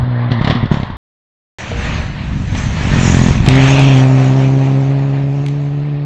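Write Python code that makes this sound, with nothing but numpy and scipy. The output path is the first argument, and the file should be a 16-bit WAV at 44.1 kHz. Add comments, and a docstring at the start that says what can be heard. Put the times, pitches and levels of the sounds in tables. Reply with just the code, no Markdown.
"""A turbocharged rally car on gravel beside a forest, in two scenes with silence between.
First it leaves, lifts off and backfires; then it comes in burbling, passes and pulls away at full song.
The engine is a sum of locked orders; off the throttle, firings bang in the exhaust pipe.
Tyres grind gravel, stones tick on metal, the turbo hisses, and the trees echo bangs and stones."""
import sys
import numpy as np
from scipy import signal
from scipy.fft import rfft, irfft, next_fast_len
from scipy.io import wavfile
from scipy.ndimage import uniform_filter1d, map_coordinates

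SR = 44100
rng = np.random.default_rng(int(sys.argv[2]) if len(sys.argv) > 2 else 0)


def wrap_up_sound(samples):
    """Save the sound to the file named by the first command line argument, as 16-bit audio."""
    columns = np.atleast_2d(samples).T
    # keep every value between -1 and 1, then stretch to whole-number steps
    tamed = np.clip(columns, -1, 1)
    steps = np.round(tamed * 32767).astype(np.int16)
    wavfile.write(sys.argv[1], SR, steps)


N = 266805
T = np.arange(N) / SR

# audible scenes: start/s, end/s
SCENES = [(0, .9695), (1.5855, 6.06)]
FIRST_SCENE = T < SCENES[0][1]


def amp(db):
    return 10 ** (np.asarray(db) / 20)


def unit_rms(x):
    return x / np.sqrt(np.mean(x ** 2) + 1e-20)


def along(points, hz):
    """Interpolate (f/Hz, value) points on a log axis."""
    f, values = np.transpose(points)
    return np.interp(np.log(hz + 1), np.log(f + 1), values)


def curves(rows):
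    """Soft-edged mask of the rows' time span, and each further column per sample."""
    at_s, *columns = np.transpose(rows)
    on = np.clip(np.minimum(T - at_s[0], at_s[-1] - T) * 200 + 1, 0, 1)
    return on, [np.interp(T, at_s, column) for column in columns]


def wobble(rate_hz):
    """Smooth random curve with knots at rate_hz."""
    return map_coordinates(rng.standard_normal(int(N * rate_hz / SR) + 4), [T * rate_hz])


def filtered(x, response):
    """Apply the gain response(f/Hz)."""
    size = next_fast_len(N + 8192)
    return irfft(rfft(x, size) * response(np.fft.rfftfreq(size, 1 / SR)), size)[:N]


def coloured(x, spectrum):
    """Filter by (f/Hz, level/dB) points."""
    return filtered(x, lambda hz: amp(along(spectrum, hz)))


def rush(spectrum, patchy_db, gate=1):
    """Coloured noise, rms 1, with patches of random gain; gated before colouring."""
    bins = signal.stft(gate * rng.standard_normal(N), nperseg=512)[2]
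    patches = uniform_filter1d(uniform_filter1d(rng.standard_normal(bins.shape), 5, 0), 9, 1)
    noise = signal.istft(bins * amp(patchy_db * unit_rms(patches)), nperseg=512)[1][:N]
    return unit_rms(coloured(noise, spectrum))


def spikes(at_s, size):
    """Impulses of given times and sizes."""
    return np.bincount(np.clip(np.round(at_s * SR).astype(int), 0, N - 1), size, N)


def struck(x, shape):
    return signal.fftconvolve(x, shape)[:N]


def forest(x):
    """Trees scatter sound back, each frequency dying at its own speed."""
    # echo decay: f/Hz, t60/s
    decay = [(100, 0.11), (800, 1), (3000, 0.9), (8000, .15)]
    hz, t, bins = signal.stft(rng.standard_normal(SR // 2), SR, nperseg=256)
    tail = signal.istft(bins * amp(-60 * t / along(decay, hz)[:, None]), SR, nperseg=256)[1]
    echo = struck(np.pad(x, (300, 0)), tail / np.linalg.norm(tail))
    return filtered(echo, lambda hz: hz / (hz + 600))  # trunks and leaves scatter little bass


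def road(throb, engine_roar):
    """Rumble, roar throbbing with the firings, and tyre noise grained by small stones."""
    # tyres, per scene: t/s, gravel level/dB, grit spray re gravel/dB
    tyre_levels = [
        [(0.0, -31.5, -42), (0.27, -32.5, -52.5), (0.486, -25.5, -29), (0.608, -26.5, -41.5), (0.7, -35, -39),
         (0.72, -26, -21), (0.965, -36.5, -39.5)],
        [(1.59, -30, -11), (1.74, -29, -16), (1.81, -25, -15), (1.97, -27, -16), (2.14, -32.5, -22.5),
         (2.4, -37.5, -11.5), (2.54, -33, -12.5), (2.58, -26.5, -6), (2.7, -30.5, -12), (2.84, -25, -13.5),
         (3.07, -23.5, -4.5), (3.3, -26.5, -5.5), (3.43, -30.5, -11.5), (3.47, -24.5, -15.5),
         (3.66, -17.5, -13.5), (3.85, -22.5, -10.5), (4.0, -24, -12.5), (4.12, -29.5, -12), (4.3, -29.5, -13),
         (5.1, -38.5, -18), (5.5, -42, -12), (6.05, -42, -30)],
    ]
    # rumble, per scene: t/s, level/dB
    rumble_levels = [
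        [(0.0, -18), (0.23, -41.5), (0.49, -26), (0.965, -26.5)],
        [(1.59, -43), (1.75, -23), (1.97, -19.5), (2.14, -24.5), (2.34, -18.5), (2.84, -16), (3.0, -20),
         (3.28, -15), (3.47, -11), (3.62, -19), (3.95, -23), (4.3, -30.5), (6.05, -39)],
    ]
    # noise spectra: f/Hz, level/dB
    rumble_spectrum = [(15, -22), (35, -4), (55, -1.5), (90, -1.5), (150, -4.5), (260, -13.5), (400, -33.5),
                       (700, -86.5), (3000, -110)]
    roar_spectrum = [(150, -16), (300, 1), (460, -2.5), (590, 2.5), (750, 1), (950, -6), (1300, -9),
                     (2000, -63.5), (6000, -110)]
    first_scene_gravel_spectrum = [(500, -13), (1000, 7), (1400, -0.5), (1900, 0.5), (2550, -14),
                                   (3500, -8.5), (4300, -17), (5200, -30), (7000, -63), (9000, -110)]
    second_scene_gravel_spectrum = [(500, -27), (900, 0), (1150, -4), (1450, -2.5), (1850, 1), (2050, -2),
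                                    (2500, 0), (3300, -8.5), (4300, -10.5), (5300, -21.5), (7000, -59.5),
                                    (10000, -110)]
    spray_spectrum = [(3500, -36.5), (5200, -1.5), (6300, 3), (7400, -3), (8300, -15.5), (8900, -26),
                      (9600, -58), (11000, -110)]
    _, (gravel_db, spray_db) = curves(np.vstack(tyre_levels))
    _, (rumble_db,) = curves(np.vstack(rumble_levels))
    when, size = rng.random((9000, 2)).T
    grains = spikes(when * N / SR, amp(-3.5 * np.log(size + .004) - 22))
    grit = 1 + struck(grains, np.exp(-np.arange(130) / 30))
    flutter = .6 * wobble(14)
    first_gravel = rush(first_scene_gravel_spectrum, 2.1, grit)
    second_gravel = rush(second_scene_gravel_spectrum, 1.6, (0.49 + 0.42 * throb) * grit)
    gravel = amp(gravel_db + 1.8 * flutter) * np.where(FIRST_SCENE, first_gravel, second_gravel)
    rumble = amp(rumble_db + 0.89 * wobble(10)) * rush(rumble_spectrum, 1.1)
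    roar_level = np.hypot(engine_roar, amp(gravel_db - 5)) * amp(1.1 * flutter)
    roar = roar_level * rush(roar_spectrum, 0.58, throb)
    spray = amp(gravel_db + spray_db + 0.7 * flutter) * rush(spray_spectrum, 3.1, grit)
    return rumble + roar + gravel + spray


def stones():
    """Flung stones tick on metal; one knocks something hollow, leaving a thin ring."""
    # ticks: t/s, level/dB
    hits = [(1.7155, -30.5), (3.463, -13), (3.487, -4.5), (3.5107, -24.5), (3.5565, -17), (3.678, -15),
            (3.794, -13), (5.463, -26), (5.464, -27), (5.4845, -24.5), (5.487, -32.5)]
    # hollow hit: t/s, knock level/dB, knock f/Hz, ring f/Hz, ring level/dB, ring t60/s
    hollow_hit = (1.7164, -12, 640, 474, -26, .7)
    tick_spectrum = [(700, -25.5), (2000, 6.5), (6000, -3.5), (9000, -14.5), (10000, 1.5),
                     (12000, -15), (15000, -25)]
    t = np.arange(SR // 2) / SR
    tick_s, tick_db = np.transpose(hits)
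    envelope = struck(spikes(tick_s, amp(tick_db)), amp(4.5 - 60 * t / .01))
    ticks = coloured(envelope * rng.standard_normal(N), tick_spectrum)
    knock_s, knock_db, knock_hz, ring_hz, ring_db, ring_t60_s = hollow_hit
    knock = amp(knock_db - 60 * t / 0.022) * np.sin(2 * np.pi * knock_hz * t)
    ring = amp(ring_db - 60 * t / ring_t60_s) * np.sin(2 * np.pi * ring_hz * t)
    return ticks + struck(spikes(np.array([knock_s]), np.ones(1)), knock + ring)


def turbo():
    """Narrow-band noise riding on wheel speed: hiss off boost, rasp on spool-up."""
    # sweeps: t/s, length/s, start f/Hz, middle f/Hz, end f/Hz, level/dB, blur/Hz
    sweeps = [(1.603, .07, 6200, 6150, 6070, -44, 51), (1.86, 0.29, 7000, 6100, 6120, -54, 80.2),
              (3.52, .43, 1950, 2700, 2550, -24, 598.7), (3.5, .52, 3000, 3450, 3200, -29, 700)]
    swell_s = 0.033
    out = np.zeros(N)
    for start_s, length_s, *path_hz, db, blur_hz in sweeps:
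        end_s = start_s + length_s
        on = np.clip(np.minimum(T - start_s, end_s - T) / swell_s + .5, 0, 1) ** 2
        hz = np.interp(T, [start_s, start_s + length_s / 2, end_s], path_hz)
        phase = 2 * np.pi * np.cumsum(hz) / SR
        out += on * amp(db) * (wobble(blur_hz) * np.sin(phase) + wobble(blur_hz) * np.cos(phase))
    return out


def burble():
    """Off the throttle every third firing bangs, the others are faint; returns t/s, level/dB."""
    # overrun: t/s, bang rate/Hz, level/dB, irregularity/0-1
    overrun = [(1.59, 57, -27, 0.28), (1.72, 56, -19.5, 0.08), (2.14, 50.7, -21, 0),
               (2.35, 49.8, -19.5, .05), (2.55, 48.9, -17.5, 0.11), (2.8, 47.6, -13.5, 0.09),
               (2.88, 46.7, -5.5, 0.03), (3.168, 43.4, 1.5, .01), (3.31, 41.9, -1.5, 0.02),
               (3.33, 42, -12.5, 0.25), (3.45, 50, -7.5, 0.08)]
    beat_s, slip_s = 3.168, 2.965  # a bang falls on the beat; the pattern slips by one firing
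    on, (bang_hz, peak_db, rough) = curves(overrun)
    firings = np.cumsum(3 * bang_hz) / SR
    firings -= firings[round(beat_s * SR)]
    at = np.flatnonzero((np.diff(np.floor(firings)) > 0) & (on[1:] > 0))
    level_jitter, time_jitter, weak_jitter = rng.standard_normal((len(at), 3)).T
    strong = (np.floor(firings[at + 1]) + (at < slip_s * SR)) % 3 == 0
    weak_db = np.where(strong, 0, -14 + 30 * rough[at] + 3.5 * weak_jitter)
    db = peak_db[at] + weak_db + (1.2 + 8 * rough[at]) * level_jitter
    at_s = at / SR + (rough[at] + 0.13 * ~strong) * time_jitter / bang_hz[at]
    return at_s, db


def exhaust():
    """Each bang sucks and pushes in the pipe, with a crack of noise on its front."""
    # single backfires: t/s, pulse level/dB, crack level/dB
    backfires = [(0.3088, -8, -30), (0.3166, -2.5, -18), (0.4117, -2.5, -30), (0.418, -13.5, -28.5),
                 (0.4449, -4.5, -17.5), (0.473, -3.5, -15), (0.4986, -2, -17.5), (0.506, -9.5, -16.5),
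                 (0.524, -6, -35.5), (0.5506, -11, -25), (0.629, -4.5, -34.5), (0.6373, -4.5, -41.5),
                 (0.6558, -7, -29.5), (0.7144, 3, -22.5), (.72, -6, -39), (0.7413, -5, -23.5),
                 (0.7699, -7, -30.5), (0.7993, -7.5, -28.5), (0.8308, -6.5, -26.5), (0.9009, -12, -34.5),
                 (2.313, -17, -41.5), (2.528, -12.5, -35), (2.5482, -9, -23), (2.9706, -7.5, -29),
                 (3.462, -7, -20), (3.4768, 5.5, -26)]
    crack_spectrum = [(200, -0.5), (500, 4), (1050, 6.5), (1450, -5.5), (1900, 3.0), (2600, -5.5),
                      (3400, -0.5), (5000, -13), (8000, -40), (11000, -78.5)]
    burble_s, burble_db = burble()
    backfire_s, backfire_db, crack_db = np.transpose(backfires)
    t = np.arange(SR // 20) / SR
    pulse = -np.sin(2 * np.pi * (t / .006) ** .68) * np.exp(-.5 * ((t - .0026) / .0026) ** 2)
    pulse = np.convolve(pulse, np.hanning(14))[:len(t)]  # the long pipe rounds the front
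    pulse += amp(-18) * np.roll(pulse, round(.0082 * SR))  # a weaker wave returns along the pipe
    blows = spikes(burble_s, amp(burble_db)) + spikes(backfire_s, amp(backfire_db))
    rise = 1 - np.exp(-(t / .0015) ** 2)
    backfire_cracks = spikes(backfire_s, amp(crack_db))
    all_cracks = spikes(burble_s, amp(burble_db - 15)) + backfire_cracks
    crack_envelope = struck(all_cracks, amp(11 - 60 * t / .02) * rise)
    hiss_envelope = struck(backfire_cracks, amp(5 - 60 * t / .09) * rise)
    noise = coloured((crack_envelope + hiss_envelope) * rng.standard_normal(N), crack_spectrum)
    return struck(blows, pulse / np.abs(pulse).max()) + noise


def engine():
    """Locked orders form a steep-fronted wave; returns tone, per-firing throb, roar level."""
    # on throttle, per pull: t/s, firing rate/Hz, 1st-order level/dB
    pulls = [
        [(0.0, 125.2, -16), (0.296, 119.7, -15)],
        [(0.326, 119.5, -16.5), (0.398, 114, -14.5)],
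        [(0.556, 122, -12.5), (0.618, 112.8, -21.5)],
        [(3.48, 130.2, -12.5), (3.58, 133.1, -8), (3.7, 135.6, -9), (3.87, 136.2, -7.5), (4.05, 129.7, -8),
         (4.23, 131.6, -9.5), (4.79, 135.5, -12), (5.6, 143.1, -17), (6.05, 145.2, -18)],
    ]
    # upper orders: order, level re 1st/dB, extra loss with distance/(dB/dB), first-scene offset/dB
    upper_orders = [(2, -7, .5, 0.5), (3, -16.5, 0.3, -6.5)]
    # weaker orders: order, level re 1st/dB
    weak_orders = [(.5, -32.5), (1.5, -20), (2.5, -23.5), (3.5, -36), (4, -21.5), (4.5, -26.5), (5, -22),
                   (5.5, -29.5), (6, -26.5), (7, -27.5)]
    full_db, bite_s = -7, 0.17
    tone, throb, roar = np.zeros(N), np.ones(N), np.zeros(N)
    for pull in pulls:
        on, (firing_hz, first_db) = curves(pull)
        phase = 2 * np.pi * np.cumsum(firing_hz * (1 + .011 * wobble(71))) / SR
        open_s = pull[0][0]
        # upper orders stand out just after the throttle opens
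        bite_db = 5.5 * (open_s > 0) * np.exp(-((T - open_s) / bite_s) ** 2)
        distance_db = first_db - full_db
        orders = [(1, first_db)]
        for k, db, loss, offset_db in upper_orders:
            orders.append((k, first_db + db + loss * distance_db + bite_db + offset_db * FIRST_SCENE))
        for k, db in weak_orders:
            orders.append((k, first_db + db + 0.19 * k * distance_db + 3.06 * wobble(18)))
        strength = amp(3.5 + 0.66 * wobble(80))  # no two firings are alike
        tone -= on * strength * sum(amp(db) * np.cos(k * phase + .75) for k, db in orders)
        throb += on * 0.4 * np.cos(phase - .8)
        roar += on * amp(-22 + 1.64 * distance_db)
    return tone, throb, roar


def scene():
    """Mono mix; only bangs and stones echo."""
    tone, throb, roar = engine()
    impacts = exhaust() + stones()
    return (tone + impacts + amp(-8.5) * forest(impacts) + road(throb, roar) + throb * turbo())[None]


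def record(dry):
    """Peaks flatten, the top end dulls, both scenes start and stop hard."""
    # treble roll-off: f/Hz, level/dB
    roll_off = [(8700, 0), (9800, -14.5)]
    ceiling, top_hz = 1.01, 15500
    x = dry[0] / (1 + np.abs(dry[0] / ceiling) ** 6) ** (1 / 6)
    x = filtered(x, lambda hz: amp(along(roll_off, hz)) * (hz < top_hz))
    audible = sum((T >= start_s) & (T < end_s) for start_s, end_s in SCENES)
    return (x * audible)[None]


dry = scene()
out = record(dry)
wrap_up_sound(out)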